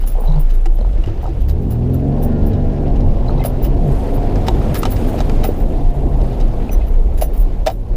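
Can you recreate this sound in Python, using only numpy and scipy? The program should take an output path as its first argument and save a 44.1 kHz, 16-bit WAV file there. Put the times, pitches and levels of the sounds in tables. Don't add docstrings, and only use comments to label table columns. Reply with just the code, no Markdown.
import sys
import numpy as np
from scipy import signal
from scipy.fft import rfft, irfft, next_fast_len
from scipy.io import wavfile
from scipy.ndimage import uniform_filter1d, minimum_filter1d

SR = 44100
rng = np.random.default_rng(int(sys.argv[2]) if len(sys.argv) > 2 else 0)


def log_audio(samples):
    frames = np.atleast_2d(samples).T
    limited = np.clip(frames, -1, 1)
    pcm = np.round(limited * 32767).astype(np.int16)
    wavfile.write(sys.argv[1], SR, pcm)


N = 351036


def amp(db):
    return 10 ** (np.asarray(db) / 20)


def evened(x):
    return x / np.sqrt(np.mean(x ** 2) + 1e-20)


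def read(points, hz):
    f, value = np.transpose(points)
    return np.interp(np.log(hz + 1), np.log(f + 1), value)


def curves(rows):
    s, *columns = np.transpose(rows)
    t = np.arange(s[0], s[-1], 1 / SR)
    return [s[0]] + [np.interp(t, s, c) for c in columns]


def add(mix, s, sound):
    part = mix[max(round(s * SR), 0):][:len(sound)]
    part += sound[:len(part)]


def slow(count, span):
    knots = uniform_filter1d(rng.standard_normal(int(2 * count / span) + 4), size=2)
    return evened(np.interp(np.arange(count) * 2 / span, np.arange(len(knots)), knots))


def noise(spectrum, size, patchy_db, flicker_db):
    frames, hz = 4 * N // size + 5, np.fft.rfftfreq(size, 1 / SR)
    real, imaginary, patches = rng.standard_normal((frames, len(hz), 3)).T
    patches = evened(uniform_filter1d(uniform_filter1d(patches, 10, 0), 8, 1))
    flicker = flicker_db * slow(frames, 2.4)
    gain = amp(read(spectrum, hz)[:, None] + patchy_db * patches + flicker)
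    z = (real + 1j * imaginary) * gain
    return evened(signal.istft(z, nperseg=size, noverlap=3 * size // 4)[1][:N])


def rung(x, modes, favour_db):
    hz = np.fft.rfftfreq(len(x), 1 / SR)[:, None]
    f, width, db = np.transpose(modes)
    response = amp(db + favour_db) / (1 + 2j * (hz - f) / width)
    return irfft(rfft(x) * response.sum(1), len(x))


def coloured(x, spectrum):
    return irfft(rfft(x) * amp(read(spectrum, np.fft.rfftfreq(len(x), 1 / SR))), len(x))


def burst(hold, t60, size=8192):
    t = np.arange(size) / SR
    contacts = rng.standard_normal(size) * amp(4 * slow(size, 60))
    decay = amp(-60 * np.maximum(t - hold, 0) / max(t60, .005))
    return contacts * np.minimum(t / .0007, 1) * decay


def peaked(x, db):
    ending = np.clip(4 * (1 - np.arange(len(x)) / len(x)) - .5, 0, 1)
    return amp(db) * ending * x / np.sqrt(2 * uniform_filter1d(x ** 2, 100).max())


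# (time [s], firing rate [Hz], firing tone [dB], uneven-cylinder tones [dB])
ENGINE_COURSE = [(0.0, 30.83, -11.5, -28), (0.33, 28.22, -7, -28.5), (0.74, 27.73, -8.5, -26.5),
                 (0.91, 46.55, -13.5, -26.5), (1.11, 64.65, -24.5, -31), (1.37, 63.4, -23.5, -26),
                 (1.51, 69.5, -14, -23.5), (1.66, 99.8, -24, -19.5), (1.75, 116.2, -16, -21.5),
                 (2.04, 137.8, -16.5, -20), (2.33, 148.6, -21.5, -18.5), (2.79, 145, -22, -21),
                 (3.21, 124.8, -23, -24), (3.5, 124.2, -25, -27.5), (3.74, 137.1, -18, -25.5),
                 (3.86, 139.1, -38, -26), (4.08, 136.1, -30.5, -31), (4.36, 145, -28.5, -26),
                 (5.03, 152.7, -31, -26), (5.7, 144.1, -35.5, -29), (6.14, 136.1, -23.5, -35),
                 (6.5, 111.1, -26, -32), (7.14, 101.8, -59, -37.5), (7.49, 93.3, -33.5, -33),
                 (7.96, 108, -28, -32.5)]
# (multiple of the four-stroke cycle [1], relative level [dB])
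CYCLE_TONES = [(3, -3), (4, -2.5), (8, -10.5), (9, -7.5), (10, -9), (12, -4), (13, -27), (14, -20),
               (15, -15), (16, -18.5), (17, -20), (18, -15.5), (20, -15.5), (22, -21.5), (24, -20),
               (26, -25.5), (27, -17.5), (28, -29), (33, -20.5), (57, -35), (62, -40), (68, -36.5),
               (74, -37), (77, -44), (118, -44)]
# (frequency [Hz], gain [dB])
CABIN_GAIN = [(25, -1.1), (100, -1), (135, -1.5), (175, -5.5), (220, -1), (265, 1.5), (300, -9), (350, -1),
              (900, -3.5)]
CYLINDERS = 6
INTAKE_MULTIPLE, INTAKE_HZ, INTAKE_WIDTH_HZ, INTAKE_DB = 5, 700, 33, -35.5
JOLT_REF_DB, JOLT_WAVER_DB, JOLT_DETUNE = -14.5, 2.8, .004
TONE_WAVER_DB, TONE_WAVER_S = 2.6, .12
WHINE_FROM, WHINE_FULL_HZ, WHINE_DB_PER_HZ = 50, 148, 0.5


def engine():
    s, hz, firing_db, uneven_db = curves(ENGINE_COURSE)

    def wander(span):
        return slow(N, span)[:len(hz)]

    shake_db = curves(STREAM_BED)[1][:len(hz)]
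    jolt = np.clip(amp(2 * (shake_db - JOLT_REF_DB)), .6, 1)
    rough_hz = hz * (1 + JOLT_DETUNE * jolt * wander(1500))
    cycle = 2 * np.pi * np.cumsum(rough_hz) / SR / CYLINDERS
    firing_waver_db = JOLT_WAVER_DB * jolt * wander(1400)
    out = amp(firing_db + read(CABIN_GAIN, hz) + firing_waver_db) * np.sin(CYLINDERS * cycle)
    for k, db in CYCLE_TONES:
        waver_db = TONE_WAVER_DB * wander(TONE_WAVER_S * SR) + JOLT_WAVER_DB * jolt * wander(1100)
        if k > WHINE_FROM:
            waver_db += WHINE_DB_PER_HZ * np.minimum(hz - WHINE_FULL_HZ, 0)
        cabin_db = read(CABIN_GAIN, k * hz / CYLINDERS)
        out += amp(uneven_db + db + cabin_db + waver_db) * np.sin(k * cycle + k * k)
    near = 1 / (1 + (2 * (INTAKE_MULTIPLE * hz - INTAKE_HZ) / INTAKE_WIDTH_HZ) ** 2)
    intake_level = amp(INTAKE_DB + 3.5 * wander(2000))
    out += intake_level * near * np.sin(INTAKE_MULTIPLE * CYLINDERS * cycle)
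    return s, np.sqrt(2) * out


# (time [s], shaking of the body by the stream bed [dB], drivetrain and water roar [dB])
STREAM_BED = [(0, -17, -32), (.76, -38, -32.5), (.9, -19.5, -31), (1.45, -13.5, -28.5), (1.6, -24, -28),
              (2.2, -19, -22), (2.6, -19.5, -24.5), (2.95, -12.5, -22), (3.5, -13.5, -23),
              (3.9, -16.5, -20), (4.5, -13, -17.5), (4.95, -14.5, -21.5), (5.15, -14.5, -18),
              (5.9, -15, -24), (6.2, -12, -20), (6.8, -12.5, -25.5), (7.6, -13, -28), (7.76, -20.5, -35.5),
              (7.96, -12, -26.5)]
# (frequency [Hz], density [dB per Hz])
BOOM_SPECTRUM = [(5, -60), (14, -25), (20, -9), (25, -2), (29, 0), (35, -5), (48, -25), (200, -120)]
THUD_SPECTRUM = [(10, -80), (28, -25), (36, -4), (45, 0), (60, -5), (85, -14), (120, -35), (400, -120)]
ROAR_SPECTRUM = [(29, -18), (50, 6), (65, -4.5), (125, -6.5), (184, -13), (276, -11.5), (321, -12),
                 (481, -14.5), (649, -18.5), (710, -17.5), (1110, -32), (1800, -112), (2340, -68),
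                 (3960, -120)]
THUD_DB, THUD_WANDER_DB = -11.5, 5


def ride():
    s, shake_db, roar_db = curves(STREAM_BED)
    count = len(shake_db)
    boom_noise, thud_noise = rng.standard_normal((2, next_fast_len(N)))
    boom = evened(coloured(boom_noise, BOOM_SPECTRUM))[:count]
    thud = evened(coloured(thud_noise, THUD_SPECTRUM))[:count]
    thud = thud * amp(THUD_DB + THUD_WANDER_DB * slow(count, 8000))
    roar = noise(ROAR_SPECTRUM, size=2048, patchy_db=1.2, flicker_db=.8)[:count]
    return s, amp(shake_db) * (boom + thud) + amp(roar_db) * roar


# (time [s], water rush [dB], reed rustle [dB])
DOOR_LEVELS = [(0, -51.5, -61.5), (.3, -47.5, -60), (.7, -53, -61.5), (1.15, -47.5, -63), (1.5, -53, -63.5),
               (2.35, -48.5, -65), (3.15, -48, -62), (3.5, -46, -62), (3.8, -48, -62), (3.92, -44, -51.5),
               (4.3, -44, -58), (4.6, -41, -53), (4.94, -41.5, -48), (5.45, -42.5, -54.5),
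               (5.6, -47.5, -56), (6.05, -49.5, -60), (6.3, -46, -57), (6.76, -47, -60), (7.0, -52, -62),
               (7.55, -50, -62.5), (7.75, -58.5, -62), (7.96, -53, -68)]
# (frequency [Hz], density [dB per Hz])
RUSH_SPECTRUM = [(700, -20), (1200, 0), (1600, -4), (2600, -7), (4000, -12), (5500, -17), (7500, -27),
                 (10000, -45), (15000, -70)]
RUSTLE_SPECTRUM = [(4000, -30), (6500, -1), (9000, -2), (12000, -2), (14500, -4), (15400, -12)]


def side_panel():
    s, rush_db, rustle_db = curves(DOOR_LEVELS)
    rush = noise(RUSH_SPECTRUM, size=512, patchy_db=1.5, flicker_db=1.)[:len(rush_db)]
    rustle = noise(RUSTLE_SPECTRUM, size=512, patchy_db=2, flicker_db=1.6)[:len(rush_db)]
    return s, amp(rush_db) * rush + amp(rustle_db) * rustle


# (frequency [Hz], width [Hz], gain [dB])
TRIM_MODES = [(1310, 116, 4), (1680, 190, -2.5), (2003, 71, -3.5), (2430, 290, -9), (2810, 96, -3),
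              (3006.4, 57, -1.5), (3570, 92, -6.5), (3840, 70, 0), (4040, 62, -8), (4790, 650, -8.5),
              (5240, 120, -11), (6100, 93, -9), (6800, 110, -17), (7500, 180, -17)]
# (frequency [Hz], gain [dB])
SNAP_SPECTRUM = [(700, -30), (1200, -1), (2000, 0), (4200, -6), (6200, -10), (9000, -20), (15500, -27)]
SNAP_DB, TRIM_CHANCE_DB = -4, 3


def crack(blow, favour_db):
    chance_db = TRIM_CHANCE_DB * rng.standard_normal(len(TRIM_MODES))
    ring = rung(blow, TRIM_MODES, favour_db + chance_db)
    return evened(ring) + amp(SNAP_DB) * evened(coloured(blow, SNAP_SPECTRUM))


# (time [s], level [dB], dull clatter against the ring [dB])
KEY_JINGLES = [(.003, -43, 1), (.0625, -37, -11), (.072, -27.5, -11), (.106, -38, -6), (.2, -38, -27),
               (.238, -43, -7), (.394, -32.5, -34), (.422, -61, -5), (.493, -47.5, 9.5), (.535, -44, 0),
               (.743, -46, -19), (1.2218, -46, 0), (1.404, -44.5, -2), (1.483, -38.5, -10),
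               (1.704, -34.5, -6.5), (1.934, -35.5, -6.5), (2.2045, -47, -5), (2.2257, -31, -14),
               (2.463, -38, -6), (3.4385, -30.5, 1.5), (3.45, -22.5, -9), (3.6244, -28.5, -13),
               (3.635, -27, -5.5), (4.139, -39, -18), (4.464, -42, 14.5), (4.7433, -25, 2.5),
               (4.774, -25.5, -25), (4.9055, -29, -24), (4.9155, -26.5, -8), (5.073, -38, -7),
               (5.179, -47, 13), (5.438, -26, 2), (5.46, -30, -22), (5.5637, -43, -15), (5.5974, -41, -1),
               (6.716, -27, -9), (6.8682, -42, -6), (7.1755, -36.5, -3), (7.212, -23.5, -4.5),
               (7.227, -25.5, -25), (7.3299, -39, -5), (7.3603, -42, -19), (7.3724, -35, -24),
               (7.397, -35, -29), (7.661, -31, 6), (7.71, -41, -11)]
# (frequency [Hz], width before broadening [Hz], gain [dB])
KEY_MODES = [(5460, 40, -12), (5970, 35, -8), (6850, 40, -12), (7480, 35, -12), (8230, 35, -12),
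             (9750, 45, -9), (10600, 50, -6), (11100, 60, -5), (11700, 50, -10), (12110, 40, -3),
             (12620, 60, -5), (13330, 50, -6), (13800, 50, -5), (14300, 50, -12), (14820, 40, -3),
             (15000, 45, 0)]
KEY_DETUNE, KEY_BROADENING = .0012, 1.8
LOWER_KEYS_DB, LOWER_WITH_DULL = -3, .35
FAINT_JINGLES, FAINT_DB, FAINT_DULL_DB = 12, -56, 0


def jingle(s, db, dull_db):
    shake = burst(.016, t60=0.095, size=5120)
    hz = np.transpose(KEY_MODES)[0]
    modes = np.multiply(KEY_MODES, [1 + KEY_DETUNE * rng.standard_normal(), KEY_BROADENING, 1])
    favour_db = 4.8 * rng.standard_normal(len(hz))
    favour_db += (hz < 9000) * (LOWER_KEYS_DB + LOWER_WITH_DULL * min(dull_db, 0))
    favour_db += (hz > 14500) * 3
    ring = rung(shake, modes, favour_db)
    scrape = coloured(shake, [(5000, -35), (9500, -6), (12000, -1), (15000, -2)])
    both = peaked(ring, -0.66) + peaked(scrape, -8.5)
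    return s, amp(db) * (both + peaked(crack(shake, 0), dull_db))


# (time [s], body peak [dB], struck pitch [Hz], crack peak [dB])
TRIM_KNOCKS = [(.038, -27, 716, -40.5), (.152, -24.5, 745, -55), (.184, -19.5, 506, -63),
               (.215, -24.5, 220, -56), (.657, -23.5, 772, -28.5), (.66, -23, 340, -33),
               (.787, -23.5, 516, -42), (.795, -25.5, 220, -58), (.811, -20, 500, -55),
               (.847, -25, 870, -58), (.862, -29, 557, -56), (.982, -22.5, 336, -43.5),
               (1.039, -31, 920, -39), (1.06, -14, 100, -36), (1.074, -15, 342, -47), (1.23, -24, 771, -52),
               (1.241, -20, 760, -43), (1.255, -23, 900, -48), (1.263, -30, 660, -42),
               (1.275, -23.5, 792, -46), (1.085, -27.5, 900, -48), (1.098, -22, 330, -42),
               (1.29, -21, 342.7, -43), (3.294, -21.5, 903, -53), (3.385, -28, 900, -42),
               (3.404, -18, 800, -45), (3.448, -12, 642.4, -37), (3.465, -20, 700, -42),
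               (3.526, -46, 694.6, -54), (4.357, -28, 570.8, -30.5), (4.483, -9, 897, -16),
               (4.7, -9.5, 140, -60), (4.72, -18.5, 694, -48), (4.8315, -13, 1049, -19.5),
               (4.8535, -11, 920, -17.5), (5.141, -11.5, 566.4, -43), (5.204, -13.5, 700.4, -22),
               (5.296, -32, 700, -24.5), (5.444, -13.5, 756, -46), (5.488, -5.5, 451, -40),
               (6.215, -16.5, 492, -39), (6.329, -32, 542.3, -41), (6.402, -22, 499.5, -47),
               (6.693, -22.5, 700, -45), (6.812, -39, 700, -52), (7.17, -34, 520, -52),
               (7.213, -22, 619, -34), (7.221, -7.5, 605, -26.5), (7.664, -6.5, 640, -17),
               (7.667, -11, 634, -18), (7.6705, 2.5, 674, -8), (7.679, -15, 797, -21.5),
               (7.688, -31, 797, -42), (7.7, -32, 702, -29), (7.708, -25, 700, -39), (7.833, -36, 700, -53)]
# (frequency [Hz], width [Hz], gain [dB])
PANEL_MODES = [(100, 6.8, -3), (140, 11.2, 6), (220, 19, 3.5), (333, 29, -1), (474, 150, -5.5),
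               (597, 72, -4), (660, 80, -2), (760, 42, -2.5), (900, 76, -14), (1245, 170, -3)]
FIRST_CONTACT = 1.58
BLOW_HOLD_S, BLOW_CYCLES = .002, 54.67
BLOW_SOFTNESS, BLOW_RISE_CYCLES = 0.95, 0.99
CRACK_T60_S, CRACK_FIRST = .06, .25


def knock(s, db, hz, crack_db):
    favour_db = -35 * abs(np.log2(np.transpose(PANEL_MODES)[0] / hz))
    blow = burst(BLOW_HOLD_S, BLOW_CYCLES / hz)
    t = np.arange(len(blow)) / SR
    first = FIRST_CONTACT * np.linalg.norm(blow) * (np.arange(len(blow)) == 40)
    push = [(hz, BLOW_SOFTNESS * hz, 0)]
    padded = rung(rung(blow + first, push, 0), push, 0)
    rise = np.sin(np.pi / 2 * np.minimum(t * hz / BLOW_RISE_CYCLES, 1)) ** 2
    body = peaked(rise * rung(padded, PANEL_MODES, favour_db), db)
    snap = blow * amp(-60 * t / CRACK_T60_S) + CRACK_FIRST * first
    return s, body + peaked(crack(snap, 0), crack_db)


# (start [s], length [s], motor hum [dB], blade rub [dB])
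WIPER_STROKES = [(.14, 0.246, -20, -33.5), (3.2, 0.21, -21, -35.5)]
HUM_HZ, HUM_SAG = 152.7, 0.096
HUM_FROM, HUM_WAVER_DB = 0.544, 2.5
WIPE_RELEASE_S = 0.071
JUDDER_HZ, JUDDER_DB = 45.3, 4.5


def wipe(s, length, hum_db, rub_db):
    t = np.arange(0, length + 3 * WIPE_RELEASE_S, 1 / SR)
    fade = amp(-20 * np.maximum(t - length, 0) / WIPE_RELEASE_S)
    hum_level = np.sqrt(2) * amp(hum_db + HUM_WAVER_DB * slow(N, 1220)[:len(t)])
    hum = hum_level * np.sin(2 * np.pi * HUM_HZ * (t - HUM_SAG * t ** 2 / 2))
    hum *= np.clip((t - HUM_FROM * length) / 0.023, 0, 1)
    rub_spectrum = [(300, -25), (420, 0.1), (950, -3), (1200, -25), (2500, -80)]
    rub = amp(rub_db) * evened(coloured(rng.standard_normal(8192 * 4), rub_spectrum))[:len(t)]
    judder_hz = JUDDER_HZ * (1 + 0.2 * slow(N, 1500)[:len(t)])
    judder = amp(JUDDER_DB * np.cos(2 * np.pi * np.cumsum(judder_hz) / SR))
    return s, (hum + judder * rub * np.minimum(t / 0.056, 1)) * fade


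# (time [s], tone level [dB], pitch [Hz], length [s])
BLADE_SQUEAKS = [(.256, -47, 4080, .008), (.272, -42, 3950, 0.018), (.296, -44, 3900, .009),
                 (.318, -40, 3930, .01), (.338, -43, 3920, .011), (.356, -46, 4480, .007),
                 (.805, -45, 4120, 0.011), (1.035, -36, 2850, 0.012), (1.07, -43, 2960, .016),
                 (3.28, -39, 4040, 0.014), (3.3, -45, 4150, 0.015), (3.376, -42, 3898, 0.0086),
                 (3.385, -46, 2570, 0.019), (3.39, -43, 2080, 0.015), (3.395, -44, 3810, 0.013),
                 (3.405, -41, 2547, 0.017), (3.41, -39, 2074, 0.029), (6.8, -48, 2550, 0.038),
                 (6.81, -43, 2104, 0.014), (6.692, -30.5, 2528, 0.0071)]
SQUEAK_WAVER, GRIT_DB, GRIT_WIDTH = .005, -8, 0.12


def squeak(s, db, hz, length):
    count = round(np.clip(length, .003, .06) * SR)
    pitch = hz * (1 + SQUEAK_WAVER * slow(3007, 36)[:count])
    tone = np.sin(2 * np.pi * np.cumsum(pitch) / SR)
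    grit = evened(rung(rng.standard_normal(3000), [(hz, GRIT_WIDTH * hz, 0)], 0))[:count]
    rough = amp(1.2 * slow(3000, 150)[:count]) * tone + amp(GRIT_DB) * grit
    return s, amp(db) * rough * signal.windows.tukey(count, .5)


# (time [s], peak level [dB], centre [Hz])
STEM_TICKS = [(0.9288, -47, 3940), (0.9774, -48, 3080), (1.0744, -41, 2910), (1.3294, -47, 2734),
              (1.4017, -50, 2854), (1.4847, -38, 4960), (1.494, -37.5, 4850), (1.508, -44, 5200),
              (2.5327, -39.5, 3036), (2.8754, -41, 2539), (2.9582, -39, 2592), (3.0039, -42, 2834),
              (3.0574, -57, 2855), (4.476, -36, 5285), (4.8188, -36, 4800), (4.856, -28.5, 3694),
              (4.9611, -33, 3510), (5.086, -35, 2580), (5.1876, -31.5, 2668), (5.4337, -27, 2817),
              (6.399, -37.5, 4800), (6.407, -37, 4980), (6.8751, -50, 2690), (6.9357, -47, 2560),
              (7.1866, -45, 3645), (7.7047, -40, 3057), (7.7144, -49, 5960)]
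TICK_T60_S, TICK_FOCUS_DB = .04, -11


def tick(s, db, hz):
    favour_db = TICK_FOCUS_DB * abs(np.log2(np.transpose(TRIM_MODES)[0] / hz))
    return s, peaked(crack(burst(0.0064, TICK_T60_S, size=4096), favour_db), db)


# (time [s], level before rise and decay [dB], pitch [Hz])
STONE_DROPS = [(1.259, -8.5, 25.2), (1.843, -14.5, 35.4), (2.044, -27, 32.5), (2.415, -5.5, 34.3),
               (2.655, -24, 26.3), (2.883, -9, 24.6), (3.098, -10, 26), (3.612, -4, 48.6),
               (3.982, -4.5, 26.8), (5.045, -7, 29.58), (5.574, -7, 33.05), (6.001, -6.5, 30.34),
               (6.205, -18, 26), (6.517, -4.5, 21.7), (7.04, -2.5, 37.66), (7.372, 1.5, 35.36)]
STONE_RISE_S, STONE_T60_S = 0.027, 0.55


def stone(s, db, hz):
    t = np.arange(SR // 2) / SR
    level = amp(db - 60 * t / STONE_T60_S) * np.minimum(t / STONE_RISE_S, 1)
    return s, level * np.sin(2 * np.pi * hz * t)


# (time [s], length [s], level at full swell [dB], first pitch [Hz], last pitch [Hz])
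FALLING_GROANS = [(3.78, .18, -13, 178, 115)]


def groan(s, length, db, from_hz, to_hz):
    u = np.arange(0, 1, 1 / (length * SR))
    swell = np.sin(np.pi * u ** 1.4) ** 0.72
    level = amp(db + 1.5 * slow(N, 1160)[:len(u)]) * swell
    return s, level * np.sin(2 * np.pi * np.cumsum(from_hz + (to_hz - from_hz) * u) / SR)


# (time [s], level before its fade [dB], pitch [Hz], length [s])
KEY_PINGS = [(6.711, -38, 5970, 0.045)]
PING_FADE_DB = -5


def ping(s, db, hz, length):
    t = np.arange(0, length, 1 / SR)
    level = amp(db + PING_FADE_DB * t / length) * signal.windows.tukey(len(t), .25)
    return s, level * np.sin(2 * np.pi * hz * t)


def scene():
    mix = np.zeros(N)
    for source in (engine, ride, side_panel):
        add(mix, *source())
    for table, source in ((KEY_JINGLES, jingle), (TRIM_KNOCKS, knock), (WIPER_STROKES, wipe),
                          (BLADE_SQUEAKS, squeak), (STEM_TICKS, tick), (STONE_DROPS, stone),
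                          (FALLING_GROANS, groan), (KEY_PINGS, ping)):
        for row in table:
            add(mix, *source(*row))
    for when, size, dull in rng.random((FAINT_JINGLES, 3)):
        faint_db = FAINT_DB + 8 * (size - .5)
        add(mix, *jingle(when * N / SR, faint_db, FAINT_DULL_DB + 16 * (dull - .5)))
    return mix[None]


def record(dry):
    room_db = np.minimum(-3 - 20 * np.log10(abs(dry[0]) + 1e-9), 0)
    limited = dry * amp(.8 * uniform_filter1d(minimum_filter1d(room_db, 600), 600))
    low_pass = signal.firwin(511, 15450, window=("kaiser", 9), fs=SR)
    return signal.oaconvolve(limited, low_pass[None], "same")


dry = scene()
out = record(dry)
log_audio(out)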